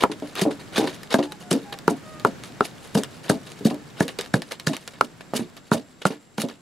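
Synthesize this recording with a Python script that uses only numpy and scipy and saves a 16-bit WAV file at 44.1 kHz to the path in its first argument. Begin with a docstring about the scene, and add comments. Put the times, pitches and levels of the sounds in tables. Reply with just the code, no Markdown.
"""First you hear a wooden pestle scrape wet paste and pound it in a stone mortar on a board, outdoors and close by.
Each blow squashes chillies and garlic (shaped noise and tiny bubbles), and rings stone and board (fading sines).
The mortar then rocks on the board with softer thuds and clacks; paste smacks and seeds snap between blows.
Far off there is a thin insect hiss (a narrow band of noise) and a call like a rooster's (sagging tones)."""
import sys
import numpy as np
from scipy import signal
from scipy.fft import rfft, irfft
from scipy.io import wavfile
from scipy.ndimage import uniform_filter1d

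SR = 44100
rng = np.random.default_rng(int(sys.argv[2]) if len(sys.argv) > 2 else 0)


def waveform_to_disk(signal):
    """Save audio, clipped to [-1, 1], as 16-bit WAV at the path in sys.argv[1]."""
    frames = np.transpose(np.atleast_2d(signal))
    scaled = np.clip(frames, -1, 1) * 32767
    samples = np.round(scaled).astype(np.int16)
    wavfile.write(sys.argv[1], SR, samples)


N = 291489
TIME = np.arange(N) / SR
AGE = np.arange(SR // 4) / SR  # seconds since a hit

# outdoor air, its tone: (frequency [Hz], level per Hz [dB])
AIR = [(25, -13), (70, -8.5), (150, 5.5), (300, -1), (500, -7), (700, -8), (950, -12), (1500, -11.5),
       (3000, -19), (6200, -24), (15000, -38.5)]
# outdoor air, its loudness before it wavers: (time [s], level [dB])
AIR_LEVEL = [(0, -46), (3.2, -43.5), (4.8, -50), (5.2, -50), (6.6, -54)]
# syllables of a distant crow: (middle [s], length [s], pitch [Hz], level [dB], octave over fundamental [dB])
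CROW = [(1.313, 0.1, 845, -44, -14), (1.498, 0.19, 712, -46, -10), (1.712, .14, 808, -42, -12),
        (2.135, 0.22, 624, -46.5, 1)]
# where the mortar stands: (time [s], left minus right [dB])
PLACE = [(0, -0.5), (3.3, 0.5), (5.3, -3), (6.6, -1.5)]
# the microphone closes in on the board and catches more of its bass: (time [s], low edge [Hz])
BASS_EDGE = [(0, 185), (1.2, 173), (3, 146), (6.6, 140)]
# how busily loose bits crackle in the bowl, before it flickers: (time [s], level [dB])
CRUMBS = [(0, -57), (2.1, -61), (3.1, -56), (4.8, -58), (5.25, -66), (6.6, -71)]
# seeds and flakes of skin snap in the bowl: (time [s], peak level [dB], ring pitch [Hz])
SNAPS = [(0.0084, -20, 3780), (0.354, -20.5, 2730), (1.0328, -25.5, 3900), (1.3215, -18.5, 3800),
         (1.7884, -24.5, 3540), (2.1979, -25, 4450), (2.437, -21.5, 1740), (3.0354, -11.5, 3210),
         (3.7445, -26, 1740), (4.081, -16, 4100), (4.1881, -15, 3580), (4.2109, -15, 4100),
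         (4.261, -25, 1810), (4.42, -15, 3220), (4.521, -13, 3520), (4.5986, -18, 4000), (4.767, -16, 3200),
         (4.8772, -17, 3540), (6.418, -11, 6900)]
# colour of the wet paste: (frequency [Hz], level [dB])
PASTE = [(50, -56), (150, -9.5), (450, 2), (1600, -7.5), (2300, -8), (3600, -5.5), (7500, -12),
         (10500, -12.5), (12500, -19.5), (15000, -27)]
# resonances of the air in the bowl, which colour the paste: (frequency [Hz], width [Hz], level [dB])
HOLLOW = [(1760, 130, -6), (2812, 90, -7), (3808, 90, -3), (4530, 90, -7)]
# the pestle meets paste on the wall and scrapes down it until it lands: (first touch [s], level on landing [dB])
SCRAPES = [(0.008, -27), (0.357, -30), (0.729, -36), (0.762, -21.5), (1.107, -28), (3.242, -41.5),
           (3.972, -43)]
# sticky paste lets go of the pestle or drops back: (time [s], level [dB], fall [s])
SMACKS = [(0.117, -34, 0.01), (0.223, -47.5, 0.15), (0.39, -27.5, 0.016), (0.51, -37.5, 0.019),
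          (0.596, -40, 0.02), (0.8, -33, 0.073), (0.875, -29, 0.018), (1.187, -33.5, 0.016),
          (1.228, -31.5, 0.021), (1.726, -29.5, 0.011), (3.471, -38.5, 0.013), (3.701, -38, 0.018),
          (4.085, -31.5, 0.016), (4.19, -30.5, 0.026), (4.512, -30, 0.016), (4.733, -30, 0.018),
          (4.937, -48.5, 0.043), (5.209, -41.5, 0.0092), (5.568, -38.5, 0.012), (6.019, -33, 0.0098),
          (6.107, -39.5, 0.03), (6.487, -39.5, 0.028)]
# less paste under the blow: louder stone, shorter and duller splat: (stone ring [dB], fall [s], brightness [dB])
CUSHION = [(-38, .006, 4), (-23, .0045, 7), (-14, .0012, -3)]
# the mortar rocks and lands on the board again: (time [s], thud [dB], thud pitch [Hz], clack [dB])
LANDINGS = [(0.098, -33, 325, -30.5), (0.223, -34.5, 299, -30.5), (0.453, -39, 206, -22.5),
            (0.462, -18.5, 304, -24.5), (0.479, -33, 307, -23), (0.796, -37, 296, -18),
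            (0.811, -20.5, 305, -29), (0.827, -29, 317, -36), (0.843, -31, 299, -23),
            (1.189, -43, 293, -16.5), (1.213, -42, 288, -29), (1.532, -19, 276.5, -41),
            (1.551, -41, 258, -25.5), (1.907, -25, 277, -28), (2.272, -34, 274, -28),
            (2.972, -22.5, 277, -21), (3.318, -23, 274, -25.5), (3.609, -33, 273, -56),
            (3.669, -23, 287, -49), (3.711, -28, 281, -30.5), (4.05, -29.5, 281, -56),
            (4.358, -25, 250, -32), (4.694, -23.5, 266, -41), (5.023, -33.5, 244, -35.5),
            (5.35, -24, 236, -60), (5.394, -25, 235, -31), (5.745, -23, 260, -28), (6.104, -31, 282, -31),
            (6.401, -36, 234, -56), (6.437, -25, 252.6, -29.5)]
# bending modes of the board, varied a little at each hit: (pitch [Hz], level [dB], time to fall 60 dB [s])
BOARD = [(291.6, -2.5, 0.22), (361, -4.5, 0.13), (432, 1, 0.076), (544.4, 2, 0.053), (616, -1.5, 0.055),
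         (681, -2.5, 0.028), (770, 6.5, 0.02), (910, 9.5, 0.012), (874, -5.5, 0.021)]
# modes of the stone bowl: (multiple of the ring pitch [ratio], level [dB], time to fall 60 dB [s])
STONE = [(0.862, -12.5, 0.012), (0.998, -8, 0.018), (1.03, -27.5, 0.082), (2.62, -12.5, 0.0013)]
# pestle blows: (time [s], thud [dB], thud pitch [Hz], thud's time to fall 60 dB [s], wooden knock [dB],
# knock's top [Hz], stone ring [dB], ring pitch [Hz], splat [dB], squirt's delay [s], squirt [dB])
BLOWS = [(0.0374, -38, 222, 0.063, -13.5, 1300, -15.5, 1280, -14, .004, -50),
         (0.4182, -18.5, 190, 0.059, -23.5, 620, -46, 1690, -22, 0.0011, -25.5),
         (0.782, -22, 249, 0.033, -22.5, 1000, -36, 1500, -23.5, 0.0051, -26),
         (1.1431, -21.5, 264, 0.15, -14, 920, -20.5, 1570, -20, 0.0063, -31),
         (1.514, -20.5, 195, 0.057, -20, 700, -33.5, 1370, -19, 0.015, -25),
         (1.88, -24, 198, 0.04, -14, 955, -18.5, 1340, -26.5, 0.025, -36),
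         (2.2496, -24, 221, 0.038, -16, 1040, -14, 1333, -19.5, 0.021, -39.5),
         (2.608, -51, 249, 0.1, -18.5, 1200, -15.5, 1293, -24.5, 0.045, -33.5),
         (2.952, -15.5, 200, 0.081, -23, 710, -31.5, 1550, -23, 0.026, -28),
         (3.2988, -16.5, 193, 0.029, -15, 1030, -23, 1580, -18, 0.008, -27.5),
         (3.6541, -11.5, 240, 0.026, -21.5, 460, -48, 1420, -30, 0.013, -30.5),
         (4.007, -14.5, 183, 0.031, -15, 550, -24, 1690, -23.5, 0.021, -34.5),
         (4.341, -14.5, 188, 0.015, -17.5, 710, -20, 1603, -20.5, 0.018, -34.5),
         (4.672, -19.5, 153, 0.045, -25, 550, -25, 1710, -20.5, 0.011, -27.5),
         (5.011, -37, 230, 0.15, -34, 1300, -13, 1320, -14, 0.035, -43.5),
         (5.336, -38, 232, 0.089, -25, 1300, -33, 1170, -56, 0.033, -24.5),
         (5.7173, -17.5, 224, 0.034, -15.5, 1000, -21, 1350, -30.5, 0.018, -25),
         (6.0543, -19.5, 198.5, 0.12, -17, 1200, -17, 1350, -26.5, 0.011, -29),
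         (6.383, -25.5, 221, 0.093, -26, 860, -37, 1370, -32, 0.027, -28.5)]

# brightness is treble over bass
SCRAPE_RISE_S, SCRAPE_GROWTH_DB_PER_S, SCRAPE_BRIGHT_DB = .003, 75, -8.5
SPLAT_RISE, SPLAT_LEAD = .4, .3  # the rise, and how far it peaks ahead of the landing, as shares of its fall
SQUIRT_RISE_S, SQUIRT_FALL_S, SQUIRT_BRIGHT_DB = .0075, .009, 7.5
OOZE_DB, OOZE_FALL_S, OOZE_BRIGHT_DB = -8, 0.029, -2.5  # the squirt's tail, level relative to the squirt
SMACK_RISE_S, SMACK_BRIGHT_DB = .0014, -8.5
SPATTER_DB, SPATTER_RISE_S, SPATTER_FALL_S = -19, .0012, .009  # juice from a snap, relative to its peak
PRESS_S = 0.024  # the pestle bears down and damps the board's knock
STONE_EDGE_HZ = 265  # the small bowl sends out little below this
TOP_HZ = 15600


def undb(db):
    """Decibels to gain."""
    return 10 ** (np.asarray(db) / 20)


def at(s, rows):
    """Read a table of (time, value) at time s, joined by straight lines."""
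    return np.interp(s, *np.transpose(rows))


def unit(x):
    """Scale to an rms (average strength) of 1."""
    return x / np.sqrt(np.mean(x ** 2))


def struck(x, db):
    """Set the level of the first fiftieth of a second of a hit."""
    return x * undb(db) / np.sqrt(np.mean(x[:SR // 50] ** 2))


def crest(x, db):
    """Set the level of the loudest fiftieth of a second of a sound."""
    return x * undb(db) / np.sqrt(uniform_filter1d(x ** 2, SR // 50).max())


def add(out, s, x, pan_db=0):
    """Mix a sound into both channels at time s; pan_db is left minus right."""
    start = int(round(s * SR))
    lo, hi = max(start, 0), min(start + len(x), N)
    gains = undb([[pan_db / 2], [-pan_db / 2]])
    out[:, lo:hi] += gains * x[lo - start:hi - start]


def colour(x, points):
    """Filter by a spectrum of (Hz, dB) points, keeping the power of white noise."""
    hz, db = np.transpose(points)
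    f = np.maximum(np.fft.rfftfreq(x.shape[-1], 1 / SR), 1)
    gain = unit(undb(np.interp(np.log(f), np.log(hz), db)))
    return irfft(rfft(x) * gain, x.shape[-1])


def walk(rate):
    """Smooth chance with a spread near 1, taking about rate new values a second."""
    k = int(SR / rate)
    steps = np.repeat(rng.standard_normal(N // k + 1), k)
    return np.sqrt(3 / 2) * uniform_filter1d(steps, k)[:N]


def swell(s, rise, fall):
    """An envelope that peaks at time s."""
    distance = np.maximum((s - TIME) / rise, (TIME - s) / fall)
    return np.exp(-np.minimum(distance, 30))


def mode(hz, t60):
    """One fading resonance, pushed downwards first; it falls 60 dB in t60 seconds."""
    return -np.sin(2 * np.pi * hz * AGE) * np.exp(-np.log(1000) * AGE / t60)


def radiate(x, edge_hz):
    """Air slips round the edges of a small surface, so it sends out no deep bass."""
    return signal.sosfilt(signal.butter(4, edge_hz, "high", fs=SR, output="sos"), x)


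def outdoors(insect_hz=7480.0, insect_db=-64.5, width=0.6):
    """Low outdoor air and a narrow insect hiss, both noise that wavers in level."""
    mid, side, left, right = rng.standard_normal((4, N))
    air = colour(np.array([mid + width * side, mid - width * side]), AIR) * undb(walk(3.59))
    band = signal.butter(2, [insect_hz - 190, insect_hz + 190], "band", fs=SR, output="sos")
    insects = unit(signal.sosfilt(band, [left, right])) * undb(insect_db + walk(46))
    return air * undb(at(TIME, AIR_LEVEL)) + insects


def rooster():
    """Four faint, slightly hoarse syllables: harmonics on an unsteady pitch that sags."""
    out = np.zeros(N)
    hoarse, sag = 1 + .009 * walk(140), .04
    for s, length, hz, db, octave_db in CROW:
        along = np.clip((TIME - s) / length, -.5, .5)
        phase = 2 * np.pi * np.cumsum(hz * (1 - sag * along) * hoarse) / SR
        arch = np.sqrt(1 - (2 * along) ** 2)
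        overtones = np.sin(2 * phase) + np.sin(3 * phase) / 3
        out += undb(db) * arch * (np.sin(phase) + undb(octave_db) * overtones)
    return out


def shelter(x, t60=0.085, wet_db=-12.0, first_s=0.0004):
    """Small nearby surfaces return a short scatter without bass, different at each ear."""
    fade = np.exp(-np.log(1000) * AGE / t60) * (AGE > first_s)
    tail = radiate(rng.standard_normal((2, len(AGE))) * fade, edge_hz=185.0)
    tail /= np.sqrt(np.sum(tail ** 2, axis=1, keepdims=True))
    return x + undb(wet_db) * signal.fftconvolve(x, tail, axes=1)[:, :N]


def snap(hz, db, crack_s=.0006, ring_t60=.01, ring_db=-2.5, edge_hz=1000.0):
    """Something brittle breaks: a sharp crack, and a short ring at hz and at two chance pitches near it."""
    burst = rng.standard_normal(len(AGE)) * np.exp(-AGE / crack_s)
    crack = radiate(colour(burst, PASTE), edge_hz)[:SR // 40]
    others = sum(mode(hz * 2 ** octaves, ring_t60) for octaves in rng.uniform(-0.81, 1, 2))
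    ring = mode(hz, ring_t60) + others / 2
    tick = unit(crack) + undb(ring_db) * unit(ring[:SR // 40])
    return tick * undb(db) / np.abs(tick).max()


def seeds(count=64, least_db=16, spread_db=11, ring_hz=3300.0):
    """Seeds snap with lone, sharp ticks: the clear ones, and faint ones now and then."""
    out, busy_db = np.zeros((2, N)), at(TIME, CRUMBS)
    for s, db, hz in SNAPS:
        add(out, s, snap(hz, db), at(s, PLACE))
    for when, size, place, register in rng.random((count, 4)):
        db = busy_db[int(when * N)] + least_db + spread_db * size ** 2
        hz = ring_hz * 2 ** (register - .5)
        add(out, when * N / SR, snap(hz, db), 2 * (2 * place - 1))
    return out


def bubbles(count=9000, lowest_hz=900, octaves=3.8, cycles=7, size_db=4.5):
    """Tiny air pockets burst, each ringing for a few cycles at its own pitch; a few are much louder."""
    out, age = np.zeros(N + SR // 40), AGE[:SR // 40]
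    for when, register, chance in rng.random((count, 3)):
        hz, start = lowest_hz * 2 ** (octaves * register), int(when * N)
        # high bubbles fade sooner, so they start louder: 6 dB an octave
        size = undb(size_db * min(-np.log(1 - chance), 3) + 6 * octaves * register)
        out[start:start + len(age)] += size * np.sin(2 * np.pi * hz * age) * np.exp(-hz * age / cycles)
    return unit(out[:N])


def pops(bubble_db=-4.0):
    """Swarms of tiny pops and bubbles: noise in five registers, clumping together and each on its own."""
    out, edges = 0, (100, 1500, 3000, 6000, 10000, 17000)  # Hz
    clumps_db = 2.2 * walk(250) + 3.4 * walk(2000)
    for lo, hi in zip(edges, edges[1:]):
        band = signal.butter(3, [lo, hi], "band", fs=SR, output="sos")
        size_db = clumps_db + 2.6 * walk(400)
        out = out + signal.sosfilt(band, rng.standard_normal((2, N)) * undb(size_db))
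    # the bubbles go into the middle only
    out = unit(out) + undb(bubble_db) * np.outer([1, 0], bubbles())
    hollow = sum(undb(db) * signal.lfilter(*signal.iirpeak(hz, hz / width, fs=SR), out)
                 for hz, width, db in HOLLOW)
    return colour(unit(out + hollow), PASTE)


def squelches():
    """What happens to the paste, as (envelope, brightness dB): scrape, splat, squirt, ooze, smack and spatter."""
    landings = np.array(BLOWS)[:, 0]
    rings, falls, brights = np.transpose(CUSHION)
    for s, db in SCRAPES:
        lands = landings[landings > s][0]
        growth_db = SCRAPE_GROWTH_DB_PER_S * np.minimum(TIME - lands, 0)
        scrape = undb(db + growth_db) * swell(s, SCRAPE_RISE_S, np.inf) * (TIME < lands)
        yield scrape, SCRAPE_BRIGHT_DB
    for s, *_, ring_db, _, splat_db, after_s, squirt_db in BLOWS:
        fall = np.interp(ring_db, rings, falls)
        splat = undb(splat_db) * swell(s - SPLAT_LEAD * fall, SPLAT_RISE * fall, fall)
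        yield splat, np.interp(ring_db, rings, brights)
        squirt = undb(squirt_db) * swell(s + after_s, SQUIRT_RISE_S, SQUIRT_FALL_S)
        yield squirt * (TIME > s), SQUIRT_BRIGHT_DB
        ooze = undb(squirt_db + OOZE_DB) * swell(s + after_s, OOZE_FALL_S, OOZE_FALL_S)
        yield ooze * (TIME > s), OOZE_BRIGHT_DB
    for s, db, fall in SMACKS:
        yield undb(db) * swell(s, SMACK_RISE_S, fall), SMACK_BRIGHT_DB
    for s, db, _ in SNAPS:
        yield undb(db + SPATTER_DB) * swell(s, SPATTER_RISE_S, SPATTER_FALL_S), SMACK_BRIGHT_DB


def paste(split_hz=4020.0, width=0.4):
    """Juice and air burst from the paste in swarms of tiny pops; it fizzles on faintly in between."""
    dull, bright = np.zeros(N), np.zeros(N)  # power below and above split_hz
    for envelope, bright_db in squelches():
        share = 1 / (1 + undb(-bright_db) ** 2)
        dull += 2 * (1 - share) * envelope ** 2
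        bright += 2 * share * envelope ** 2
    flicker_db = 4.2 * walk(30)
    loose = undb(at(TIME, CRUMBS) + flicker_db) ** 2
    mid, side = pops()
    wet = np.array([mid + width * side, mid - width * side])
    low = signal.sosfiltfilt(signal.butter(2, split_hz, fs=SR, output="sos"), wet)
    return low * np.sqrt(dull + loose) + (wet - low) * np.sqrt(bright + loose)


def board(push, top_hz):
    """The board's clack: each contact point weights the modes anew; a soft push misses those above top_hz."""
    chance = rng.standard_normal((len(BOARD), 2)) * [2.5, .015]  # level in dB, pitch as a share
    rings = np.zeros(len(AGE))
    for (hz, db, t60), (size_db, shift) in zip(BOARD, chance):
        softness = np.sqrt(1 + (hz / top_hz) ** 10)
        rings += undb(db + size_db) * mode(hz * (1 + shift), t60) / softness
    return signal.fftconvolve(rings, push)[:len(AGE)]


def bounce(push, hz, t60, tilt_db=-7.5):
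    """The heavy mortar bobs on the springy board and tilts at a higher pitch, by how its foot sits."""
    tilt = rng.uniform(1.5, 2.6)
    bob = mode(hz, t60) + undb(tilt_db) * mode(tilt * hz, t60)
    return signal.fftconvolve(bob, push)[:len(AGE)]


def rocking(rattle=0.056, rattle_s=0.025, soft_s=0.00018, thud_t60=0.06, top_hz=730.0):
    """After a blow the mortar tips, lands again and rattles briefly on the wet board."""
    out = np.zeros((2, N))
    contact = AGE * np.exp(-AGE / soft_s)
    for s, thud_db, thud_hz, clack_db in LANDINGS:
        chatter = rattle * rng.standard_normal(len(AGE)) * np.exp(-AGE / rattle_s)
        taps = signal.unit_impulse(len(AGE)) + chatter
        push = radiate(np.convolve(taps, contact[:SR // 200]), at(s, BASS_EDGE))
        thud = crest(bounce(push, thud_hz, thud_t60), thud_db)
        clack = crest(board(push, top_hz), clack_db)
        add(out, s, thud + clack, at(s, PLACE))
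    return out


def pestle(chatter=0.037, chatter_s=0.021, contact_s=.0001):
    """Each blow bounces the heavy mortar on the board, knocks the wood and rings the stone."""
    out = np.zeros((2, N))
    contact = AGE * np.exp(-AGE / contact_s)  # the wooden tip yields a little
    contact /= contact.sum()
    for s, thud_db, thud_hz, thud_t60, knock_db, top_hz, ring_db, ring_hz, *_ in BLOWS:
        # one firm contact, then the rough foot chatters for an instant
        rattle = chatter * rng.standard_normal(len(AGE)) * np.exp(-AGE / chatter_s)
        # the heavy bowl follows only the slow part of the push
        slow = signal.butter(2, top_hz, fs=SR, output="sos")
        shove = signal.sosfilt(slow, contact + rattle / 2)
        edge_hz = at(s, BASS_EDGE)
        thud = radiate(bounce(shove, thud_hz, thud_t60), edge_hz)
        knock = radiate(board(contact + rattle, top_hz), edge_hz) * np.exp(-AGE / PRESS_S)
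        stone = sum(undb(db) * mode(ratio * ring_hz, t60) for ratio, db, t60 in STONE)
        ring = radiate(signal.fftconvolve(stone, contact)[:len(AGE)], STONE_EDGE_HZ)
        blow = struck(thud, thud_db) + struck(knock, knock_db) + struck(ring, ring_db)
        add(out, s, blow, at(s, PLACE))
    return out


def scene():
    """The mortar in its open shelter, with the air, insects and rooster beyond it."""
    mortar = pestle() + rocking() + paste() + seeds()
    return shelter(mortar) + outdoors() + rooster()


def record(dry, ceiling=0.98):
    """Round off the highest peaks, then cut the treble above TOP_HZ."""
    rounded = dry / (1 + (dry / ceiling) ** 4) ** (1 / 4)
    return signal.sosfilt(signal.ellip(8, .2, 70, TOP_HZ, fs=SR, output="sos"), rounded)


dry = scene()
out = record(dry)
waveform_to_disk(out)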